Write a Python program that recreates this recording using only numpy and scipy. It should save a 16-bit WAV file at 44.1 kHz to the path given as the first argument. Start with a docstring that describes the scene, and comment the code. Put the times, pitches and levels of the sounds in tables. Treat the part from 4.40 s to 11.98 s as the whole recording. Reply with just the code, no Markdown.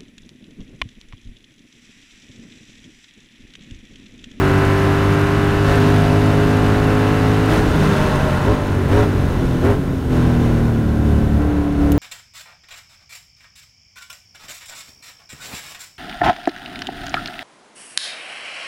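"""Inside the bare cockpit of a V8 race car: flat out in top gear, hard on the brakes with three blipped
downshifts, then a long burbling overrun into the corner and one last swell. Exhaust orders boom, their
overtones sweep through cabin resonances, and gas turbulence rasps and hisses with the firings, over road
rumble and small rattles. A groan joins the hardest braking, two high engine orders whine on the
overrun, and grit ticks once."""
import sys
import numpy as np
from scipy import signal
from scipy.fft import rfft, irfft
from scipy.io import wavfile
from scipy.ndimage import uniform_filter1d, minimum_filter1d

SR = 44100
rng = np.random.default_rng(int(sys.argv[2]) if len(sys.argv) > 2 else 0)


def materialize(psi):
    """Save the field psi as 16-bit PCM at rate SR to the path in sys.argv[1].

    A 1-D psi becomes a single channel; in a 2-D psi each row is a channel.
    """
    bounded = np.clip(np.atleast_2d(psi).T, -1, 1)
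    quanta = np.round(bounded * 32767).astype(np.int16)
    wavfile.write(sys.argv[1], SR, quanta)


N = 334278
T = np.arange(N) / SR
HZ = np.fft.rfftfreq(N, 1 / SR)
BLIP_RISE_S, BLIP_FALL_S = 0.05, 0.05
BOOM_ORDERS = 18


def amp(db):
    """Decibels to gain."""
    return 10 ** (np.asarray(db) / 20)


def unit_rms(x):
    """Scales to rms 1."""
    return x / np.sqrt(np.mean(x ** 2) + 1e-20)


def curves(rows):
    """One automation curve for each column after the time."""
    times, *columns = np.transpose(rows)
    return [np.interp(T, times, column) for column in columns]


def swell(start, rise, hold, fall):
    """A linear attack, hold and release, 0 to 1 and back; times in seconds."""
    return np.clip(np.minimum((T - start) / rise, 1 - (T - start - rise - hold) / fall), 0, 1)


def wander(rate_hz):
    """A random drift of rms 1 that turns about rate_hz times a second."""
    knots = rng.standard_normal(4096)
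    return unit_rms(np.interp(T * rate_hz, np.arange(len(knots)), knots))


def eq_curve(points):
    """An EQ curve in dB, drawn through points on a log-frequency axis."""
    hz, db = np.transpose(points)
    return np.interp(np.log(HZ + 1), np.log(hz + 1), db)


def bells(resonances):
    """An EQ curve in dB with one bell for each resonance."""
    return sum(db / (1 + (2 * (HZ - hz) / width) ** 2) for hz, width, db in resonances)


def coloured(x, points, extra_db=0):
    """Applies an EQ of (Hz, dB) points, then scales to rms 1."""
    return unit_rms(irfft(rfft(x) * amp(eq_curve(points) + extra_db), N))


# Road speed. Each row: time in seconds, four-stroke cycles a second that it would give in top gear.
ROAD_SPEED = [(0.0, 48.23), (0.9, 50.02), (1.3, 50.39), (1.65, 50.9), (2.4, 51.96), (3.1, 52.83),
              (3.5, 50.38), (3.8, 47.06), (4.22, 43.77), (4.8, 36.98), (5.2, 32.83), (5.77, 27.68),
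              (6.12, 26.11), (6.55, 24.91), (6.96, 24.28), (7.04, 24.69), (7.3, 24.02), (7.58, 24.05)]
# Blipped downshifts. Each row: start in seconds, hold in seconds, peak cycles a second,
# the new gear's ratio to top gear, then the lift of boom, rasp and hiss in dB.
DOWNSHIFTS = [(4.034, 0.03, 52.93, 1.13, 6, 5, 1.5), (4.48, 0.0948, 52.68, 1.28, 5, 9.5, 6.5),
              (5.205, 0.0603, 50.85, 1.5, 6.5, 11, 4.5)]
def engine_speed():
    """Engine cycles a second: road speed times the gear, the revs flaring as each lower gear goes in."""
    gear = np.ones(N)
    for start, hold, _, ratio, *_ in DOWNSHIFTS:
        gear[T > start + BLIP_RISE_S + hold / 2] = ratio
    hz = curves(ROAD_SPEED)[0] * gear
    for start, hold, peak_hz, *_ in DOWNSHIFTS:
        hz += (peak_hz - hz) * swell(start, BLIP_RISE_S + hold / 2, hold / 2, BLIP_FALL_S)
    return hz


# How hard the car works. Each row: time in seconds, then the boom, rasp and hiss faders in dB.
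EFFORT = [(0.0, -13.5, -21.5, -35.5), (1.2, -15.5, -23.5, -35.5), (1.6, -14, -24.5, -35),
          (3.0, -16, -23.5, -35.3), (3.33, -14.5, -23.5, -34.3), (3.45, -13, -21, -32),
          (4.0, -19.5, -24, -36.5), (4.2, -17.5, -27.5, -39), (4.38, -16.5, -28, -41.5),
          (4.8, -16, -28.5, -41), (5.17, -16.5, -31.5, -41), (5.42, -19.5, -32.3, -45.5),
          (5.63, -20, -35, -45.5), (6.35, -15.5, -30.5, -45), (7.05, -15, -30.5, -45.5),
          (7.32, -17.8, -33.5, -45.5)]
# Brief swells. Each row: start, hold and fall in seconds, then the lift of boom, rasp and hiss in dB.
SURGES = [(1.24, 0.03, 0.47, 2, 2.5, 4), (3.08, 0.02, 0.093, 3, 4.5, 5), (5.684, 0.038, 0.54, 6, 9, 6.5),
          (5.98, 0.24, 0.07, 1, 1.5, 2), (6.624, 0.034, 0.21, 2, 1.5, 2), (7.375, 0.15, 0.1, 5, 3, 1)]
def effort(surge_rise_s=0.041):
    """The boom, rasp and hiss faders in dB: a slow ride, pushed up by each blip and surge."""
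    faders_db = np.array(curves(EFFORT))
    for start, hold, _, _, *lift_db in DOWNSHIFTS:
        faders_db += np.outer(lift_db, swell(start, BLIP_RISE_S, hold, BLIP_FALL_S))
    for start, hold, fall, *lift_db in SURGES:
        faders_db += np.outer(lift_db, swell(start, surge_rise_s, hold, fall))
    return faders_db


# The cue sheet. Each row: start in seconds, order balance, trims in dB for exhaust, rumble,
# overtones and rasp, throttle from 0 to 1, stumble from 0 to 1.
CUES = [ (0, "pull", -0.6, -6.5, -1.8, -5.5, 1, 0.07), (1.27, "surge", 0.6, -6.5, -2.5, -4, 1, 0.21),
        (2.08, "top", 0.5, -5.5, -2.5, -4.5, 1, 0.06), (3.1, "top", -1.5, -4, -11, 0, 0.57, 0.46),
        (3.28, "brake", -2.5, -3.5, -8.5, -0.4, 0.5, 0.33), (4.1, "drag", -2, -4.3, -4.5, 0, 0.2, 0.24),
        (4.98, "overrun", -1.5, -4.5, -6.5, 3, 0.05, 0.23), (5.3, "overrun", -3, -2.5, -7, 2.2, 0.02, 0.43),
        (5.7, "overrun", -1, -6.5, -9, -0.8, 0.1, 0.14), (6.42, "coast", -0.2, -7.5, -10, 0.2, 0.07, 0.13),
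        (6.99, "feather", -0.5, -8.5, -7, 3, 0, 0.15), ]
# The cue during a blip: the same columns without the start.
BLIP_CUE = ("blip", -0.8, -6.5, -7.5, -1.84, 0.2, 0.14)
def follow_cues(values, blip_value, glide_s=0.028):
    """Glides from one cue's value to the next, crossfading to blip_value during each blip."""
    starts = np.searchsorted(T, [cue[0] for cue in CUES[1:]])
    steps = np.repeat(np.asarray(values, float), np.diff([0, *starts, N]))
    blip = sum(swell(start, BLIP_RISE_S, hold, BLIP_FALL_S) for start, hold, *_ in DOWNSHIFTS)
    return (1 - blip) * uniform_filter1d(steps, int(glide_s * SR)) + blip * blip_value


# Engine-order balance heard in the cabin. Each row: a label, then cycle orders 1 to 18 in relative dB.
# The first three are one flat-out run, the cabin favouring different orders as the revs climb.
ORDER_BALANCES = { "pull": [-54, -19.5, -23.5, -35, -34, -24.5, -38, -23, -41, -54, -36, -42, -37.5, -35.5,
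                  -53, -36, -61, -38.5], "surge": [-46, -18, -21.5, -39, -23.5, -24.5, -59, -22.5, -35.5,
                  -40, -33.5, -46, -32, -32.5, -38, -56, -37, -40], "top": [-35, -18.5, -24.5, -35, -22,
                  -26, -35, -23.5, -34.5, -35.5, -33.5, -40, -36.5, -32.5, -38, -41, -35.5, -54], "brake":
                  [-52, -27.5, -24, -30.5, -33, -33, -47, -30.5, -40.5, -54, -55, -41, -48, -60, -52, -45,
                  -67, -42], "drag": [-42, -21, -24, -31.5, -29.5, -31, -42, -34.5, -36, -48, -48, -41,
                  -42.5, -50.5, -50, -42, -50, -46], "blip": [-37, -16, -46, -39, -25, -26, -37, -21, -53,
                  -30.5, -28, -51, -43, -32.5, -44, -43, -49, -32.5], "overrun": [-35, -24, -19, -21.5, -31,
                  -20, -30, -29, -31, -41, -31.5, -47, -39, -38.5, -44, -55, -42, -45], "coast": [-46, -21,
                  -22.5, -24.5, -28, -22, -32, -28, -36, -48, -34, -60, -57, -42.5, -39, -62, -52, -51],
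                  "feather": [-44, -22, -28.5, -29.5, -25.5, -34, -55, -19.5, -38, -42, -35.5, -34, -42,
                  -46, -41, -53, -59, -49], }
def exhaust(cycles, stumble):
    """The boom of an uneven firing pattern, eight firings a cycle; each low order stumbles on its own."""
    shares = {label: amp(db) / np.linalg.norm(amp(db)) for label, db in ORDER_BALANCES.items()}
    boom = np.zeros(N)
    for k in range(BOOM_ORDERS):
        level = follow_cues([shares[cue[1]][k] for cue in CUES], shares[BLIP_CUE[0]][k])
        smear = 0.05 * k * rng.standard_normal()  # the pipe scatters the higher orders' phases
        phase = 2 * np.pi * ((k + 1) * cycles + smear)
        tone = (1 + stumble * wander(30)) * np.cos(phase)
        burble = stumble * wander(30) * np.sin(phase)
        boom += level * (tone + burble)
    return boom * np.sqrt(2 / (1 + 2 * stumble ** 2))


# Narrow cabin resonances. 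Each row: centre in Hz, width in Hz, boost in dB.
CABIN_RESONANCES = [(1019, 73, 10), (1100, 33, 8), (1187, 33, 9.5), (1315, 84, 12.5), (1450, 29, 11),
                    (1508, 23, 10.5), (1594, 60, 12.5), (1674, 20, 11), (1763, 38, 12), (1946, 36, 9),
                    (2043, 50, 8), (2240, 37, 9), (2390, 37, 9), (2670, 45, 12), (2910, 59, 11)]
def overtones(cycles, count=84, size=4096):
    """High engine orders that swell and fade as they sweep through the cabin's resonances."""
    above_boom = np.arange(count) > BOOM_ORDERS
    wavetable = irfft(np.exp(2j * np.pi * rng.random(count)) * above_boom, size)
    jitter = 0.0007 * wander(60)
    buzz = np.interp((cycles + jitter) % 1, np.arange(size) / size, wavetable)
    tilt = [(700, 19), (950, 0.5), (1300, -3), (1700, -5.5), (2100, -5.5), (2900, -12.5),
            (3600, -16.5), (4400, -29)]
    return coloured(buzz, tilt, bells(CABIN_RESONANCES))


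# Thin panels that ring with the hiss and rattles. Each row: centre in Hz, width in Hz, boost in dB.
PANELS = [(2950, 230, 3.5), (5600, 300, 0.5), (6600, 86, -0.5), (8900, 600, 2)]
def shell_ring(ripple_db=2.0, spacing_hz=55, count=2048):
    """The bare shell as an EQ curve in dB: panel peaks over a ripple of dense small resonances."""
    ripple = np.interp(HZ / spacing_hz, np.arange(count), rng.standard_normal(count))
    return bells(PANELS) + ripple_db * ripple


# Midrange rasp and high hiss, throttle open and shut. Each row: frequency in Hz, EQ gain in dB.
RASP_OPEN = [(300, -35), (480, 2.5), (700, 1), (880, -0.5), (1050, 3), (1210, -2.5), (1350, 3.5),
             (1650, -0.5), (1950, -3), (2300, -10), (2600, -10.5), (3200, -30)]
RASP_SHUT = [(300, 8), (450, 0.5), (600, 4.5), (800, -1.5), (900, -3), (1050, 1), (1200, -11.5),
             (1400, -1.5), (1650, -8.5), (1950, -10), (2500, -23), (3200, -44)]
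HISS_OPEN = [(1400, -37), (2400, -9.5), (2700, -2), (2950, -4), (3250, -5), (3800, -5.5), (5000, -11),
             (6100, -13), (8000, -19), (9000, -19), (12000, -24), (14000, -31), (15700, -36)]
HISS_SHUT = [(1400, -18), (2400, -1.5), (2800, -2), (3400, -0.5), (3900, -2.5), (4800, -8.5), (5700, -7.5),
             (6700, -10), (7800, -16), (9000, -14.5), (11000, -18.5), (13500, -39), (15700, -29)]
def turbulence(cycles, throttle, open_eq, shut_eq, pulsing, extra_db=0):
    """Gas noise that puffs with the firings; the throttle crossfades between its two colours."""
    beat = sum(depth * np.cos(2 * np.pi * (order * cycles + rng.random()))
               for order, depth in enumerate([0.11, 0.78, 0.78, 0.85], 1))
    puffs = np.exp(pulsing * beat) * rng.standard_normal(N)
    on_throttle = throttle * coloured(puffs, open_eq, extra_db)
    off_throttle = (1 - throttle) * coloured(puffs, shut_eq, extra_db)
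    return unit_rms(on_throttle + off_throttle)


# Rumble at speed and when slow. Each row: frequency in Hz, EQ gain in dB.
RUMBLE_FAST = [(12, -16), (25, 1), (45, 1.5), (80, 0), (120, -4.5), (180, 1), (240, -6), (320, -6),
               (420, -11), (520, -13), (800, -50)]
RUMBLE_SLOW = [(12, -8), (25, -1.5), (45, 3), (80, 4), (120, -3), (180, -6.5), (240, -7.5), (320, -8.5),
               (420, -9), (520, -17.5), (800, -47)]
# The crossfade between them. Each row: time in seconds, share of the slow rumble from 0 to 1.
SLOWING = [(3.7, 0), (4.6, 0.94)]
def road_rumble():
    """Road and wind shake the shell, deeper as the car slows."""
    slow = curves(SLOWING)[0]
    shake = rng.standard_normal(N)
    return (1 - slow) * coloured(shake, RUMBLE_FAST) + slow * coloured(shake, RUMBLE_SLOW)


def rattles(shell_db, per_s=90, spread_db=7.0, decay_s=0.0028):
    """Grit and loose fittings hit the shell at random, each a tiny burst of bright noise."""
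    hits = rng.random(N) < per_s / SR
    strength = amp(spread_db * np.minimum(rng.exponential(1, N), 2))
    envelope = signal.lfilter([1], [1, -np.exp(-1 / (decay_s * SR))], hits * strength)
    bright = [(1200, -25), (2500, 6), (5000, -1), (9000, -2), (13000, -10), (16000, -18)]
    return coloured(envelope * rng.standard_normal(N), bright, shell_db)


# The groan's pitch line. Each row: time in seconds, unsounded fundamental in Hz.
GROAN_PITCH = [(3.4, 142.7), (3.66, 157.5), (3.77, 152.3), (3.83, 158), (3.94, 151), (4.12, 150.5),
               (4.4, 141)]
# Its chord. Each row: harmonic number, relative level in dB.
GROAN_PARTIALS = [(3, -9), (4, -0.5), (5, -8.5), (6, -7), (7, -7.5), (9, -11)]
def braking_groan(waver=0.01091, gain_db=-28.5):
    """A rough, wavering chord while the brakes bite hardest."""
    hz = curves(GROAN_PITCH)[0] * (1 + waver * wander(90))
    phase = 2 * np.pi * np.cumsum(hz) / SR
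    chord = np.zeros(N)
    for harmonic, db in GROAN_PARTIALS:
        judder = 1 + 0.3 * wander(140)
        chord += amp(db) * judder * np.sin(harmonic * phase + 2 * np.pi * rng.random())
    return amp(gain_db) * swell(start=3.384, rise=0.22, hold=0.52, fall=0.29) * np.sqrt(2) * chord


# Two engine orders that sing out. Each row: cycle order, start and end in seconds, level in dB.
HIGH_ORDER_WHINES = [(38, 5.656, 6.61, -42.5), (42, 6.415, 7.3, -49)]
def high_order_whine(cycles, flutter=0.44):
    """A thin, fluttering whine on the overrun, as high engine orders pass a resonance near 1.5 kHz."""
    whine = np.zeros(N)
    for order, start, end, db in HIGH_ORDER_WHINES:
        arch = np.sqrt(np.sin(np.pi * np.clip((T - start) / (end - start), 0, 1)))
        tone = np.sqrt(2) * np.sin(2 * np.pi * order * cycles)
        whine += amp(db) * arch * (1 + flutter * wander(30)) * tone
    return whine


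# The tick's bright colour. Each row: frequency in Hz, EQ gain in dB.
TICK_EQ = [(1500, -20), (3000, 3), (5000, -10), (6800, 2), (8000, -9), (10000, -2), (11300, -4), (12800, 6),
           (15000, -12.5)]
def grit_tick(start_s=7.519, level_db=-24, t60_s=0.036):
    """One sharp tick, as of grit on the body: a noise burst that dies at once."""
    envelope = (T >= start_s) * amp(level_db - 60 * np.maximum(T - start_s, 0) / t60_s)
    return envelope * coloured(rng.standard_normal(N), TICK_EQ)


def scene():
    """The mono cockpit mix: revs set the pitch, the faders and the cues set the balance."""
    cycles = np.cumsum(engine_speed()) / SR
    boom_db, rasp_db, hiss_db = effort()
    cue_columns = list(zip(*CUES))[2:]
    automation = map(follow_cues, cue_columns, BLIP_CUE[1:])
    exhaust_trim, rumble_trim, overtone_trim, rasp_trim, throttle, stumble = automation
    shell_db = shell_ring()
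    boom = amp(boom_db + exhaust_trim) * exhaust(cycles, stumble)
    buzz = amp(rasp_db + overtone_trim) * overtones(cycles)
    rasp = turbulence(cycles, throttle, RASP_OPEN, RASP_SHUT, pulsing=0.17)
    hiss = turbulence(cycles, throttle, HISS_OPEN, HISS_SHUT, pulsing=0.14, extra_db=shell_db)
    gas = amp(rasp_db + rasp_trim - 0.2) * rasp + amp(hiss_db - 1) * hiss
    road = amp(boom_db + rumble_trim) * road_rumble()
    grit = amp(hiss_db - 15.5) * rattles(shell_db) + grit_tick()
    return (boom + buzz + gas + road + grit + braking_groan() + high_order_whine(cycles))[None]


def record(dry, ceiling=0.61, hold_s=0.006, cutoff_hz=15740):
    """A fast limiter holds the peaks down; the top end dulls, then cuts off steeply."""
    span = int(hold_s * SR)
    gain = minimum_filter1d(np.minimum(1, ceiling / (abs(dry[0]) + 1e-9)), span)
    limited = dry * uniform_filter1d(gain, span)
    top_db = eq_curve([(13800, 0), (cutoff_hz, -4), (cutoff_hz + 100, -100)])
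    return irfft(rfft(limited) * amp(top_db), N)


dry = scene()
out = record(dry)
materialize(out)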